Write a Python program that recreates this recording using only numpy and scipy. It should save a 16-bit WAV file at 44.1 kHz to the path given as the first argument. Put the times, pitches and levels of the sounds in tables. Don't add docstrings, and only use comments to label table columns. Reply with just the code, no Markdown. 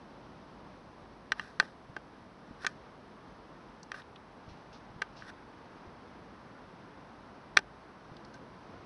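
import sys
import numpy as np
from scipy import signal
from scipy.fft import rfft, irfft
from scipy.io import wavfile
from scipy.ndimage import uniform_filter1d

SR = 44100
rng = np.random.default_rng(int(sys.argv[2]) if len(sys.argv) > 2 else 0)


def persist_wave(psi):
    counts = np.round(np.clip(psi, -1, 1) * 32767).astype(np.int16)
    wavfile.write(sys.argv[1], SR, np.atleast_2d(counts).T)


N = 390285
T = np.arange(N) / SR


def undb(db):
    return 10 ** (np.asarray(db) / 20)


def unit(x):
    return x / np.sqrt(np.mean(x ** 2))


def add(out, s, x):
    i = int(s * SR)
    out[i:i + len(x)] += x[:N - i]


def passband(x, hz, kind, order=2):
    return signal.sosfilt(signal.butter(order, np.minimum(hz, .45 * SR), kind, fs=SR, output="sos"), x)


def colour(x, points):
    hz, db = np.transpose(points)
    f = np.maximum(np.fft.rfftfreq(len(x), 1 / SR), 1)
    return irfft(rfft(x) * undb(np.interp(np.log(f), np.log(hz), db)), len(x))


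def drift(rate):
    hold = int(SR / rate)
    steps = np.repeat(rng.standard_normal(N // hold + 1), hold)
    return unit(uniform_filter1d(uniform_filter1d(steps, hold), hold)[:N])


def mode(hz, width_hz):
    t = T[:SR // 10]
    return np.exp(-np.pi * width_hz * t) * np.sin(2 * np.pi * hz * t)


# f/Hz, level/dB
WIND_EQ = [(20, -28), (42, -7.5), (90, -6), (135, -3), (210, -1), (310, -3.5), (380, -5.5), (750, -8),
           (1000, -7.5), (1500, -16), (2560, -24), (5400, -29), (6400, -35.5), (8300, -63)]


def wind(level_db=-53.5, sway_db=0.76, flutter_db=0.5):
    wash = unit(colour(rng.standard_normal(N), WIND_EQ))
    return wash * undb(level_db + sway_db * drift(rate=1.37) + flutter_db * drift(rate=9.3))


def traffic(tyre_db=-60.5, tyre_hz=1100, spread=1.476, nearest_s=6.6, swell_s=3.2, drone_db=-71):
    tyres = unit(passband(rng.standard_normal(N), [tyre_hz / spread, tyre_hz * spread], "band"))
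    distance = np.hypot(1, (T - nearest_s) / swell_s)
    drone = unit(passband(rng.standard_normal(N), [49, 53], "band"))
    return undb(tyre_db) * tyres / distance + undb(drone_db) * drone


def hiss(level_db=-76.5, low_cut_hz=6600):
    return undb(level_db) * unit(passband(rng.standard_normal(N), low_cut_hz, "high", order=6))


# t/s, level/dB, f/Hz
GRIP_THUMPS = [(1.897, -40, 154), (2.51, -35, 227), (4.479, -43, 93.4), (4.515, -44, 85), (4.905, -42, 119),
               (4.962, -39, 158), (5.872, -44, 84), (8.116, -40, 144)]


def thumps(decay_cycles=0.94):
    out, t = np.zeros(N), T[:SR // 8]
    for s, db, hz in GRIP_THUMPS:
        add(out, s, undb(db) * np.sin(2 * np.pi * hz * t) * np.exp(-t * hz / decay_cycles))
    return out


# t/s, peak level/dB, centre f/Hz
SHELL_TICKS = [(3.8307, -39.5, 5500), (4.0184, -47, 3200), (4.159, -43.5, 3260), (5.214, -50, 4500),
               (8.1666, -45, 4000), (8.2483, -47, 4500), (8.3420, -47, 5200)]


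def ticks(decay_s=0.0034, spread=1.21):
    out, t = np.zeros(N), T[:SR // 25]
    for s, db, hz in SHELL_TICKS:
        burst = rng.standard_normal(len(t)) * np.exp(-t / decay_s)
        tick = passband(burst, [hz / spread, hz * spread], "band")
        add(out, s, undb(db) * tick / abs(tick).max())
    return out


# f/Hz, width/Hz, level/dB
CASE_MODES = [(242.0, 230, -21.0), (382, 55, -27), (772, 420, -9.5), (867, 71, -18), (1204, 125, -10.5),
              (1536, 96, -1.5), (1856, 200, 0), (2356, 110, -12), (2570, 106, -16.5), (3405, 331, -7.5),
              (4400, 770, -5.5), (5130, 220, -14.5), (5720, 340, -11), (7927, 190, -26), (8460, 970, -16.5),
              (10660, 480, -29)]


def case_ring(treble_db, bass_db, treble_hz=2400, bass_hz=1000):
    hz, width_hz, db = np.transpose(CASE_MODES)[:, :, None]
    high_shelf_db = treble_db / (1 + (treble_hz / hz) ** 6)
    low_shelf_db = bass_db / (1 + (hz / bass_hz) ** 6)
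    polarity = (-1) ** np.arange(len(CASE_MODES))[:, None]
    return np.sum(polarity * undb(db + high_shelf_db + low_shelf_db) * mode(hz, width_hz), axis=0)


# f/Hz, level/dB
SKIN_EQ = [(900, -36), (2700, -0.5), (3600, -2), (4600, -1), (5800, -2.5), (7500, -21), (11000, -29)]
# peak t/s, attack/s, release/s, level/dB
FINGER_RUBS = [(1.388, .02, 0.0092, -52), (1.41, .003, 0.11, -54), (1.618, .003, 0.072, -54.5),
               (2.635, 0.016, .006, -43), (2.68, .003, .035, -56), (3.945, .003, 0.057, -53),
               (3.998, 0.016, .012, -53), (4.487, .003, 0.04, -63), (4.729, .002, 0.046, -59.5),
               (5.175, .012, 0.042, -58.5), (5.301, 0.037, .004, -47.5), (8.343, 0.0096, 0.022, -56)]


def rubs(slips_per_s=3000, scatter_db=3.5, crackle_db=-13, crackle_hz=6500,
         rest_db=-87, fidget_db=4, press_db=-56.5, knee_db=0.2, max_body_share=0.87):
    slips = (rng.random(N) < slips_per_s / SR) * rng.choice([-1, 1], N)
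    slips = slips * undb(scatter_db * rng.standard_normal(N))
    skin = unit(colour(slips, SKIN_EQ))
    ring = unit(signal.fftconvolve(slips, case_ring(treble_db=-10, bass_db=7))[:N])
    body = ring + undb(crackle_db) * unit(passband(slips, crackle_hz, "high"))
    out = skin * undb(rest_db + fidget_db * drift(rate=9))
    for s, attack_s, release_s, db in FINGER_RUBS:
        body_share = max_body_share / (1 + np.exp((press_db - db) / knee_db))
        stroke = np.exp(np.where(T < s, (T - s) / attack_s, -((T - s) / release_s) ** 2))
        out += undb(db) * stroke * (np.sqrt(body_share) * body + np.sqrt(1 - body_share) * skin)
    return out


# f/Hz, level/dB, t60/s
INNER_MODES = [(431, -9, 0.098), (1222, 6, 0.066), (1766, 1, 0.064), (2775, 6, 0.037), (3160, -3.5, 0.058),
               (4082, -1, 0.03), (4720, -14, 0.078)]


def contact(treble_db, bass_db, part_hz, part_db, grit=0.013, grit_s=0.0062,
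            rebound_s=0.001147, rebound_gain=0.17, rebound_hz=3500, tail_db=-26, low_cut_hz=150):
    t = T[:SR // 10]
    impact = t == 0
    rebound = passband(np.maximum(1 - abs(t - rebound_s) * SR, 0), rebound_hz, "low", order=1)
    scrape = rng.standard_normal(len(t)) * np.exp(-t / grit_s)
    force = impact + rebound_gain * rebound + grit * scrape
    polarity = (-1) ** np.argmin([abs(hz - part_hz) for hz, _, _ in CASE_MODES])
    part = polarity * mode(part_hz, width_hz=300)
    tail = sum(undb(db) * mode(hz, np.log(1000) / (np.pi * t60)) for hz, db, t60 in INNER_MODES)
    body = case_ring(treble_db, bass_db) + undb(part_db) * part + undb(tail_db) * tail
    ring = passband(signal.fftconvolve(force, body), low_cut_hz, "high")
    return ring / np.sqrt(np.sum(ring ** 2) / (SR / 100))


# t/s, touch level/dB, travel/ms, snap level/dB, treble shelf/dB, bass shelf/dB, struck part f/Hz
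CONTROL_CLICKS = [(1.3197, -25, 3.7, -37.5, 0, 1, 3057), (1.396, -34, 0.99, -36.5, -13, 0, 2500),
                  (1.5994, -19.5, 2.67, -30.5, -2, 4.5, 4320), (1.6259, -44, 1.83, -54, -7, 24, 640),
                  (1.9650, -38, 1.88, -43.5, -6, 20, 935), (2.6461, -37, 2.7, -36, -3, 19, 1160),
                  (2.6656, -28, 3.4, -32.5, 2.5, -19, 6530), (3.9176, -37.5, 1.6, -45.5, -1, -20, 1160),
                  (3.943, -45, 2.54, -49, -14, -4, 1145), (5.0179, -36.5, 2.5, -30.5, -2.5, 16.5, 2100),
                  (5.222, -47, 4.8, -58, -12, 4, 570), (7.5686, -27.5, 2.77, -14.5, 2.5, 18.5, 2360),
                  (7.5889, -36.5, 2.5, -45, 8, 23, 2850)]


def clicks(snap_treble_db=2, snap_bass_db=-20.5):
    out = np.zeros(N)
    for s, touch_db, travel_ms, snap_db, treble_db, bass_db, part_hz in CONTROL_CLICKS:
        touch = contact(treble_db, bass_db, part_hz, part_db=-7.5)
        snap = contact(treble_db + snap_treble_db, bass_db + snap_bass_db, part_hz, part_db=-3)
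        add(out, s, undb(touch_db) * touch)
        add(out, s + travel_ms / 1000, undb(snap_db) * snap)
    return out


def scene():
    handling = clicks() + ticks() + rubs() + thumps()
    bed = wind() + traffic() + hiss()
    return (handling + bed)[None]


def record(dry, notches_hz=(7000, 8500, 10000), notch_width_hz=900, top_hz=11000):
    for hz in notches_hz:
        dry = signal.lfilter(*signal.iirnotch(hz, hz / notch_width_hz, fs=SR), dry)
    return signal.sosfilt(signal.ellip(10, .2, 70, top_hz, fs=SR, output="sos"), dry)


dry = scene()
out = record(dry)
persist_wave(out)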